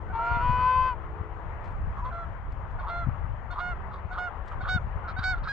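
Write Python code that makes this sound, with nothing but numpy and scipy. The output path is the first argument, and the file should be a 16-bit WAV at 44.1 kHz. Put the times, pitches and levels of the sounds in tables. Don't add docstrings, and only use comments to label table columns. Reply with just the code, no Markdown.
import sys
import numpy as np
from scipy import signal
from scipy.fft import rfft, irfft, next_fast_len
from scipy.io import wavfile
from scipy.ndimage import uniform_filter1d, map_coordinates

SR = 44100
rng = np.random.default_rng(int(sys.argv[2]) if len(sys.argv) > 2 else 0)


def generate_wav(sig):
    pcm = np.round(np.clip(np.atleast_2d(sig).T, -1, 1) * 32767).astype(np.int16)
    wavfile.write(sys.argv[1], SR, pcm)


def voltage_ratio(decibels):
    exponent = np.asarray(decibels, float) / 20
    return 10 ** exponent


N = 243431
T = np.arange(N) / SR


def unit(x):
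    return x / np.sqrt(np.mean(x ** 2) + 1e-20)


def along(points, hz):
    f, value = np.transpose(points)
    return np.interp(np.log(hz + 1), np.log(f + 1), value)


def curves(rows, t=T):
    s, *columns = np.transpose(rows)
    return [np.interp(t, s, column) for column in columns]


def wobble(rate, size=N):
    knots = rng.standard_normal(int(size * rate / SR) + 4)
    return map_coordinates(knots, [np.arange(size) * rate / SR])


def filtered(x, response):
    m = next_fast_len(N + 8192)
    return irfft(rfft(x, m) * response(np.fft.rfftfreq(m, 1 / SR)), m)[..., :N]


def rush(spectrum, alike, patchy_db):
    z = signal.stft(rng.standard_normal((2, N)), nperseg=512)[2]
    field = uniform_filter1d(rng.standard_normal(z.shape[1:]), size=5, axis=0)
    field = uniform_filter1d(field, size=10, axis=1)
    pair = signal.istft(z * voltage_ratio(patchy_db * unit(field)), nperseg=512)[1][:, :N]

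    def mid_side(hz):
        turn = np.arccos(np.clip(along(alike, hz), -1, 1)) / 2
        return voltage_ratio(along(spectrum, hz)) * [np.cos(turn), np.sin(turn)]

    mid, side = filtered(pair, mid_side)
    return unit(np.array([mid + side, mid - side]))


# t/s, level/dB
GUSTS = [(0, -39), (.2, -43), (.44, -33.5), (.64, -40), (1.1, -42), (1.86, -39), (2.14, -37.5),
         (2.55, -41.5), (3.01, -37), (3.5, -42.5), (3.67, -39), (3.92, -41.5), (4.61, -40.5), (4.81, -37),
         (5, -41.5), (5.4, -38.5), (5.52, -42)]
# f/Hz, level/dB per Hz
BUFFET_SPECTRUM = [(12, -32.5), (20, 1), (39, 0), (80, -2), (251, -28), (320, -32), (420, -44), (700, -120)]
# f/Hz, left-right likeness
BUFFET_ALIKE = [(30, .32), (250, .6)]
# t/s, left peak level/dB, f/Hz, left minus right/dB, width/cycles
GUST_POPS = [(.318, -19, 67.7, 20, 0.52), (0.371, -22.5, 110, 13.5, 0.35), (0.458, -26, 110, 12.5, .4),
             (0.497, -13.5, 101, 20.5, 0.46), (.586, -23.5, 98.4, 10, 0.6), (.663, -27, 84, 19, .4),
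             (1.212, -19.5, 77.6, 22, 0.48), (1.468, -29.5, 72.4, 11, 0.81), (2.64, -29, 73.8, -2, 0.65),
             (3.072, -17, 119, 11, 0.35), (3.088, -14, 102.6, 23, 0.49), (3.134, -23.5, 67.5, 14, 1),
             (3.245, -21, 69, 16, 0.45), (4.054, -22.5, 75, 14, .5), (4.634, -22.5, 70, 20, 0.54),
             (4.751, -15, 79.13, 12, 0.44), (4.763, -14, 100, 17, 0.28), (4.846, -24, 64, 9, 0.53),
             (4.963, -19, 76, 23, 0.65), (5.192, -20, 106, 16, 0.4)]
# f/Hz, level/dB per Hz
HISS_SPECTRUM = [(2500, -33.5), (4000, -1), (7500, -3.5), (8000, -10.5), (8400, -25.5), (20000, -41)]


def wind():
    buffet_db, = curves(GUSTS)
    leaves_db, leaves_swing = -84, 0.88
    rustle_db = leaves_db + leaves_swing * (buffet_db - buffet_db.mean())
    lumps = voltage_ratio(1.8 * wobble(6.01) + 2.5 * np.array([wobble(14), wobble(8.7)]))
    buffet = unit(lumps * rush(BUFFET_SPECTRUM, BUFFET_ALIKE, patchy_db=0.5))
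    out = voltage_ratio(buffet_db + 6.0 + [[2.5], [-2.5]]) * buffet
    for s, db, hz, left_db, cycles in GUST_POPS:
        u = (T - s) * hz
        swing = np.cos(2 * np.pi * u) + 0.21 * np.cos(2 * np.pi * 2.12 * u)
        pop = voltage_ratio(db) * swing * np.exp(-.5 * (u / max(cycles, .2)) ** 2)
        out += pop * voltage_ratio([[0], [-left_db]])
    leaves = rush(HISS_SPECTRUM, [(4000, .1)], patchy_db=2.0)
    return out + voltage_ratio(rustle_db + 1.1 * wobble(35)) * leaves


# f/Hz, level/dB per Hz
ROAR_SPECTRUM = [(150, -42), (260, -12), (400, -7), (650, -2), (960, 0), (1400, -6.5), (1950, -13),
                 (2500, -22.5), (3100, -28.5), (3800, -39), (4800, -48.5), (6500, -87)]
# f/Hz, left-right likeness
ROAR_ALIKE = [(60, 0.54), (160, 1), (430, 0.87), (1150, 0.49), (3080, 0.18), (8230, 0.15)]
# f/Hz, left minus right/dB
ROAR_LEFT = [(60, 4.0), (160, 2.1), (430, 1.9), (1150, 10.35), (3080, 12.4), (8230, 2.0)]
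# f/Hz, level/dB
HORN_CHORD = [(322, -58.5), (373, -60), (432, -56), (497, -58)]
# t/s, level/dB
HORN_LEVEL = [(0, 2), (.6, -6), (1.25, 2.5), (1.35, -2.5), (2, -12), (2.2, -46)]
# t/s, f/Hz, level/dB
ENGINE = [(3.45, 190, -75), (3.6, 193.1, -60), (3.95, 193.6, -51), (4.1, 192.3, -62.5)]


def traffic():
    roar = rush(ROAR_SPECTRUM, ROAR_ALIKE, patchy_db=1.5)
    roar = filtered(roar, lambda hz: voltage_ratio(np.array([[.5], [-.5]]) * along(ROAR_LEFT, hz)))
    roar_db = -46 + 0.2 * wobble(6.7) + 1.3 * wobble(7)
    horn = sum(voltage_ratio(db + 2.5 + 0.97 * wobble(4.1)) * np.sin(2 * np.pi * hz * T) for hz, db in HORN_CHORD)
    engine_hz, engine_db = curves(ENGINE)
    turn = 2 * np.pi * np.cumsum(engine_hz) / SR
    drone = voltage_ratio(engine_db) * (np.sin(turn) + 0.65 * np.sin(2 * turn))
    return voltage_ratio(roar_db) * roar + voltage_ratio(curves(HORN_LEVEL)[0]) * horn + drone


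def span(rows, edge=0.0032):
    part = slice(int(rows[0][0] * SR), min(N, int(rows[-1][0] * SR)))
    t = T[part]
    left = rows[-1][0] - t + 2 * edge * (part.stop == N)
    return part, t, np.clip(np.minimum(t - t[0], left) / edge, 0, 1)


def partials(hz, levels_db, flutter_db):
    size = hz.shape[1]
    phase = 2 * np.pi * np.cumsum(hz * (1 + 0.0022 * wobble(60, size=size)), axis=1) / SR
    flutter = np.array([flutter_db * wobble(21.14, size=size) + .5 * wobble(400, size=size) for _ in hz])
    flutter = flutter * (1 + hz / 5000)
    start = rng.uniform(0, 2 * np.pi, (len(hz), 1))
    return np.sqrt(2) * np.sum(voltage_ratio(levels_db + flutter) * np.sin(phase + start), axis=0)


def chirp(s, length, hz, db, bright_db):
    return [(s, hz, db - 8.5, bright_db - 4.5),
            (s + 0.15 * length, hz, db, bright_db),
            (s + length, hz * 1.05, db - 0.5, bright_db + 8)]


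def honk(s, length, hz, db, bright_db):
    slack_hz, rest_db = 1259, -23
    extra = max(length - .125, 0)
    scoop = 0.0028 + 0.15 * extra
    return [(s, slack_hz, db, bright_db + 6),
            (s + scoop, hz * (1 - 0.27 * extra), db, bright_db + 1.5),
            (s + 0.59 * length, hz, db, bright_db + 1),
            (s + 0.72 * length, .993 * hz, db - 1.5, bright_db),
            (s + 0.91 * length, hz - .42 * (hz - slack_hz), db - 2, rest_db),
            (s + length, slack_hz, db - 17, rest_db)]


# t/s, length/s, second partial f/Hz, its level/dB, brightness/dB
CLEAR_HONKS = [
    (2.118, 0.14, 1366, -43.5, -33),
    (2.889, .168, 1393, -39, -28),
    (3.596, 0.15, 1440, -38.5, -29.5),
    (4.178, 0.12, 1447, -36.5, -31),
    (4.683, 0.11, 1487, -33, -16),
    (5.232, 0.124, 1496, -32, -18),
    (5.482, 0.084, 1638, -36.5, -19),
]
SHORT_CHIRPS = [
    (.095, 0.03, 1473, -47, -50),
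    (2.785, 0.022, 1420, -45, -25.5),
    (3.5, .035, 1403, -45, -15),
    (4.105, 0.037, 1440, -43, -28.5),
    (4.603, 0.0225, 1449, -41, -24),
    (5.16, 0.042, 1490, -39.5, -19.5),
]
# t/s, second partial f/Hz, level/dB, brightness/dB
BRIEF_MOAN = [(2.015, 938, -55, -41.5), (2.028, 960, -40.5, -43), (2.042, 982, -45, -43),
              (2.058, 1012, -36.5, -46), (2.085, 1021, -40.5, -44), (2.102, 1010, -42, -45)]
SECOND_BIRD = [(.185, 1319, -37.5, -39), (.205, 1357, -37.5, -36), (.25, 1376, -35.5, -34),
               (.3, 1407, -38, -39.5), (.36, 1402, -37, -30), (.39, 1365, -39.5, -35),
               (.42, 1315, -39, -40), (.44, 1292, -51, -42.5)]
FAINT_NOTES = [
    [(5.035, 1386, -59, -43), (5.048, 1455, -47.5, -45), (5.075, 1395, -47, -45)],
    [(5.072, 1379, -47, -38), (5.086, 1333, -41.5, -40), (5.105, 1277, -45, -40), (5.13, 1260, -56, -40)],
    [(5.352, 1410, -52, -45), (5.366, 1380, -50, -45), (5.386, 1370, -51, -45), (5.4, 1300, -60, -45)],
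]
# multiple of the first partial, level/dB
HONK_PARTIALS = [(1, -5.5), (2, 2.5), (3, -16), (4, -22), (5, -21), (6, -25), (7, -38.5), (8, -46.5),
                 (9, -47), (10, -46.5), (11, -61), (12, -65.5), (13, -73.5), (14, -74.5), (15, -66.5)]
# third, fourth, fifth, sixth, higher partials, level/dB each
BIRD_THROATS = [(-4.0, -5, 0, -0.5, 1.5), (-1.5, -2, 1, 0.5, 3), (1, 1, -0.5, -4, 1),
                (-3, 1.0, -3, -7, 1.5), (-2, 1, 0.5, -3.5, -0.5), (3, -4, -2, 2, 2),
                (0, 2.5, -2.5, -3, -2.5)]
# f/Hz, level/dB
CAVITIES = [(1500, 0), (2150, 3), (2760, -8), (2885, 2.5), (3000, -4), (4200, -1), (6300, 1.5), (9000, 0)]
# t/s, level/dB
FLOCK_NEARING = [(0, -8), (2.2, -7), (3, -7), (3.6, 2), (5.5, 1)]


def honks():
    out = np.zeros(N)
    order, order_db = np.transpose(HONK_PARTIALS)[..., None]
    lift = np.interp(order, [1, 2, 4, 5, 6, 8, 12], [-0.24, 0.018, 0.24, 0.95, 0.86, 0.71, 0.48])
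    # turning points, then dB on the first, the top and the third partials
    notes = [(honk(*row), 0, 0, 0) for row in CLEAR_HONKS]
    notes += [(chirp(*row), 8, -5, 0) for row in SHORT_CHIRPS]
    notes += [(BRIEF_MOAN, -25.5, 3.0, 0), (SECOND_BIRD, -3.5, 1.0, -6.0)]
    notes += [(rows, -4.0, -3.0, -5.0) for rows in FAINT_NOTES]
    throats = BIRD_THROATS + [5 * (0,)] * len(notes)
    for (rows, low_db, top_db, third_db), throat in zip(notes, throats):
        part, t, fade = span(rows, 0.0067 if len(rows) == 3 else 0.009)
        second_hz, db, bright_db = curves(rows, t)
        highest_hz = second_hz.max()
        hz = order * second_hz / 2
        opening = np.clip(bright_db + 29, -15, 16)
        sag = 1 - second_hz / highest_hz
        sag_db = -62 * (order - 2).clip(0) * sag - 50 * (order == 1) * sag
        notch_db = -9.5 * np.exp(-((hz - 5600) / 150) ** 2)
        low_db = low_db - 0.0324 * (highest_hz - 1489)
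        voice_db = np.interp(order, range(2, 8), (0, *throat))
        voice_db = voice_db + (order == 1) * low_db + (order == 3) * third_db
        voice_db = voice_db + (order > 6) * (top_db + curves(FLOCK_NEARING, t[0])[0])
        voice_db = voice_db + along(CAVITIES, order * highest_hz / 2)
        levels_db = order_db + db + lift * opening + voice_db + sag_db + notch_db
        unsteady_db = 4.5 * (t[-1] - t[0])
        out[part] += fade * partials(hz, levels_db, flutter_db=unsteady_db)
    return out


# t/s, second partial f/Hz, its level/dB
LONG_NOTE = [
    (.125, 926, -41),
    (.157, 910, -32),
    (.275, 949.5, -29.5),
    (.399, 958.4, -31),
    (.439, 983.6, -26.5),
    (.71, 1018, -22.5),
    (.885, 1025, -25),
    (.931, 974, -32.5),
    (.955, 887, -51),
]
# multiple of the first partial, level/dB
MOAN_PARTIALS = [(1, -25), (2, -0.5), (3, -16), (4, -29), (5, -24), (6, -29.5), (7, -41.5), (8, -48.5),
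                 (9, -40), (10, -53), (11, -53.5), (12, -64.5), (13, -64.5), (14, -74.5), (15, -64.5),
                 (16, -79.5)]
# offset/quarters of the pitch, level/dB
SIDE_LINES = [(1, -17.5), (2, -19.5), (-1, -23.5)]
# multiple, rise above it/dB, rise below it/dB
SIDE_RISE = [(1, 5.5, 6.5), (2, -8, -13.5), (3, -13.5, 1), (4, 10, 14.5), (5, 3, 9), (6, 6.5, 9.5),
             (7, 4, 10), (8, 5.5, 11.5), (9, 2.5, 6), (10, 5, 7.5), (16, 7, 11.5)]
# highest second partial so far f/Hz, level/dB
HOARSENESS = [(911, -5), (955, 9.5), (985, 5.5), (1013, -2)]
# highest second partial so far f/Hz, level/dB
EARLY_THIRD = [(930, 4), (950, 2.5), (965, 7), (990, 0)]


def moan():
    out = np.zeros(N)
    order, order_db = np.transpose(MOAN_PARTIALS)[..., None]
    part, t, fade = span(LONG_NOTE)
    second_hz, db = curves(LONG_NOTE, t)
    highest_hz = np.maximum.accumulate(second_hz)
    hoarse_db = along(HOARSENESS, highest_hz)
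    beat_hz = second_hz / 8
    opening_db = np.clip(3 * (highest_hz - 1023.3), -15, 6)
    order_db = order_db + opening_db * np.interp(order, [4.8, 6.3, 10, 5.8], [0.028, 0.0, 0, 0.13])
    order_db = order_db - 22 * (order - 3).clip(0) * (1 - second_hz / highest_hz)
    third_db = (order == 3) * along(EARLY_THIRD, highest_hz)
    hz = order * second_hz / 2
    tone = partials(hz, order_db + db + third_db, flutter_db=0.95)
    multiple, above_db, below_db = np.transpose(SIDE_RISE)
    for step, step_db in SIDE_LINES:
        rise_db = np.interp(order, multiple, above_db if step > 0 else below_db)
        side_db = order_db + rise_db + step_db + db + hoarse_db
        tone += partials(hz + step * beat_hz, side_db, flutter_db=2.5)
    out[part] = fade * tone
    return out


def ring(hz, swell, t):
    return (t / swell) ** 2 * np.exp(2 - 2 * t / swell) * np.sin(2 * np.pi * hz * t)


# t/s, length/s, throat level/dB, rasp level/dB, throat f/Hz
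CHIRP_GROWLS = [
    (2.795, .065, -32, -58.5, 937),
    (3.52, .055, -33, -54, 1023),
    (4.123, .048, -30, -52, 1154),
    (4.618, .05, -32.5, -52.5, 1152),
    (5.18, .04, -33.5, -49, 1217),
    (5.428, .05, -35, -52.5, 1195),
]
# share of length, throat level/dB, rasp level/dB, pitch factor
CHIRP_GROWL_SHAPE = [(0, -7, -5.5, 1), (.3, -10, -4.5, 1.02), (.6, -8.5, -12.5, 1.2), (1, -4.5, -11.5, 0.9)]
# t/s, length/s, throat level/dB, rasp level/dB, throat f/Hz
BREAKS = [
    (2.86, .055, -32, -53.5, 1046),
    (3.568, .05, -29.5, -52, 1014),
    (4.163, .038, -32, -53, 1053),
    (4.66, .045, -31.5, -50.5, 1110),
    (5.212, .04, -36.5, -48, 1228),
    (5.462, .035, -33.5, -52, 1250),
]
# share of length, throat level/dB, rasp level/dB, pitch factor
BREAK_SHAPE = [(0, -2.5, -15, 1.1), (.3, -0.5, -11, 1.114), (.45, 0.5, -0.5, 1.13), (.75, -7, 0.5, 1.2),
               (1, -14, -8, 1.27)]
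# t/s, length/s, throat level/dB, rasp level/dB, throat f/Hz
LONE_GROWLS = [
    (.125, .095, -36, -64.5, 1007),
    (1.964, .05, -37.5, -73, 1035),
    (2.035, .068, -39.5, -63, 1050),
    (2.1, .09, -43.5, -71, 1261),
    (3.905, 0.1, -46.5, -69.5, 1072),
    (4.508, 0.037, -38, -56, 1206),
    (5.072, 0.054, -36, -54, 1330),
    (5.329, 0.085, -45.5, -66, 1316),
]
# share of length, throat level/dB, rasp level/dB, pitch factor
LONE_SHAPE = [(0, -4, -11.5, 1.2), (.3, -2.5, 0.5, 1.04), (.6, -4, -3, 1), (1, -8, -12, .96)]
# beats a second, roughness 0-1, beak f/Hz
GROWL_BEATS = [(167.74, 0.2, 3550), (181.2, 0.6, 3660), (180, 0.3, 3700), (190, 0.7, 3500),
               (186, 0.5, 4000), (190, 0.5, 4200), (182, .12, 3700), (200, .2, 3800), (204, .25, 3500),
               (209, .3, 3700), (210, .3, 4000), (200.4, 0.6, 4200), (152, 0.5, 3600), (163.6, .6, 3600),
               (169.5, 0.5, 3650), (171.7, 0.6, 3500), (174.3, 0.97, 3900), (162, .6, 2400),
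               (174, .2, 4250), (184, 0.6, 3800)]
# share of the beak's f, level/dB, swell/s
BEAK_MODES = [(0.925, 0.5, 0.000575), (1.14, -9.5, 0.00094), (0.804, -10.5, 0.00098), (.7, -13.5, 0.00061),
              (.55, -1, 0.00055), (2, -29.5, .0002)]


def growls():
    out, t = np.zeros(N + 600), np.arange(600) / SR
    calls = [(row, CHIRP_GROWL_SHAPE) for row in CHIRP_GROWLS]
    calls += [(row, BREAK_SHAPE) for row in BREAKS]
    calls += [(row, LONE_SHAPE) for row in LONE_GROWLS]
    slowing = [0] * (len(CHIRP_GROWLS) + len(BREAKS)) + [.75] * len(LONE_GROWLS)
    for (call, shape), slows, (hz, rough, beak_hz) in zip(calls, slowing, GROWL_BEATS):
        start, length, peak_db, beak_db, pitch_hz = call
        rows = np.array(shape) * [length, 1, 1, pitch_hz] + [start, peak_db, beak_db, 0]
        begin, end = rows[0][0], rows[-1][0]
        times = np.arange(begin, end, 1 / hz)
        times = times + slows * (times - start) ** 2
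        chance = np.clip(rough, 0, 1) * rng.standard_normal((40, 3))[:len(times)]
        times = times + .12 / hz * chance[:, 0]
        beak = sum(voltage_ratio(db) * ring(share * beak_hz, swell, t) for share, db, swell in BEAK_MODES)
        for s, throat_db, rasp_db, throat_hz, (_, size, slip) in zip(times, *curves(rows, times), chance):
            puff = rough * 0.19 * voltage_ratio(-60 * t / 0.031) * rng.standard_normal(600) + (t == 0)
            throat = ring(throat_hz * (1 + 0.07 * slip), 0.0016, t)
            body = voltage_ratio(throat_db + 4.5) * throat + voltage_ratio(rasp_db + 10.5) * beak
            beat = signal.fftconvolve(puff, body)[:600]
            fade = min(1, 0.067 + (s - begin) / 0.0097, 0.33 + (end - s) / 0.012)
            out[int(s * SR):][:600] += voltage_ratio(2.7 * size) * fade * beat
    return out[:N]


# t/s, peak level/dB, decay by 60 dB/s
STALK_TICKS = [(1.641, -62, 0.04), (1.646, -68, 0.44), (2.503, -66, 0.033), (2.52, -60.5, 0.037),
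               (2.708, -68.5, 0.064), (3.512, -55, 0.033), (4.114, -66, .12), (4.186, -60, .05),
               (4.455, -68.5, 0.3), (4.476, -56, 0.082), (4.52, -66, 0.06)]
# f/Hz, level/dB
STALK_SPECTRUM = [(1500, -29), (3000, 4), (5500, -7.5), (8000, -12), (12000, -32.5), (16000, -72)]


def stalks():
    out, t = np.zeros(N + 12000), np.arange(12000) / SR
    for s, db, t60 in STALK_TICKS:
        crackle = rng.standard_normal(len(t)) * voltage_ratio(4.5 * wobble(500, size=len(t)))
        decay = voltage_ratio(db + 5.5 - 60 * t / max(t60, .003))
        out[int(s * SR):][:len(t)] += decay * (1 - np.exp(-t / 0.0013)) * crackle
    return filtered(out[:N], lambda hz: voltage_ratio(along(STALK_SPECTRUM, hz)))


def placed(x, left_db, lead, echo_db, hiss_db):
    loudness = np.sqrt(np.abs(uniform_filter1d(x ** 2, size=900)))
    x = x + voltage_ratio(hiss_db) * loudness * rush(HISS_SPECTRUM, [(4000, 0.97)], patchy_db=5.5)[0]
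    f, radians = np.transpose(lead)
    ports = np.array([[1], [-1]])
    direct = filtered(np.array([x, x]), lambda hz: np.exp(.5j * ports * np.interp(hz, f, radians)))
    tail = rng.standard_normal((2, 5000)) * voltage_ratio(-60 * T[:5000] / 0.042)
    echo = signal.fftconvolve(x[None], tail / np.linalg.norm(tail[0]), axes=1)[:, :N]
    return direct * voltage_ratio(ports * left_db / 2) + voltage_ratio(echo_db) * echo


# f/Hz, lead/radians
NEAR_PHASE = [(0, 0.039), (2500, 0.029), (5000, .4), (6500, 0.024)]
# f/Hz, lead/radians
FLOCK_PHASE = [(0, 0), (950, -0.44), (1400, -0.37), (3700, -1.1), (5100, -1), (6000, -0.024), (9000, -.2)]


def scene():
    near = placed(moan(), left_db=4.0, lead=NEAR_PHASE, echo_db=-21.0, hiss_db=-59.5)
    flock = placed(honks() + growls(), left_db=-2.5, lead=FLOCK_PHASE, echo_db=-11.0, hiss_db=-46.5)
    return near + flock + stalks() + wind() + traffic()


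def band_limit(x):
    return signal.sosfilt(signal.butter(12, 12600, fs=SR, output="sos"), x)


def record(dry):
    cut = filtered(dry, lambda hz: 1j * hz / (24 + 1j * hz))
    fade = np.clip(np.minimum(T, T[-1] - T + .001) / 0.002, 0, 1)
    return band_limit(cut * fade)


dry = scene()
out = record(dry)
generate_wav(out)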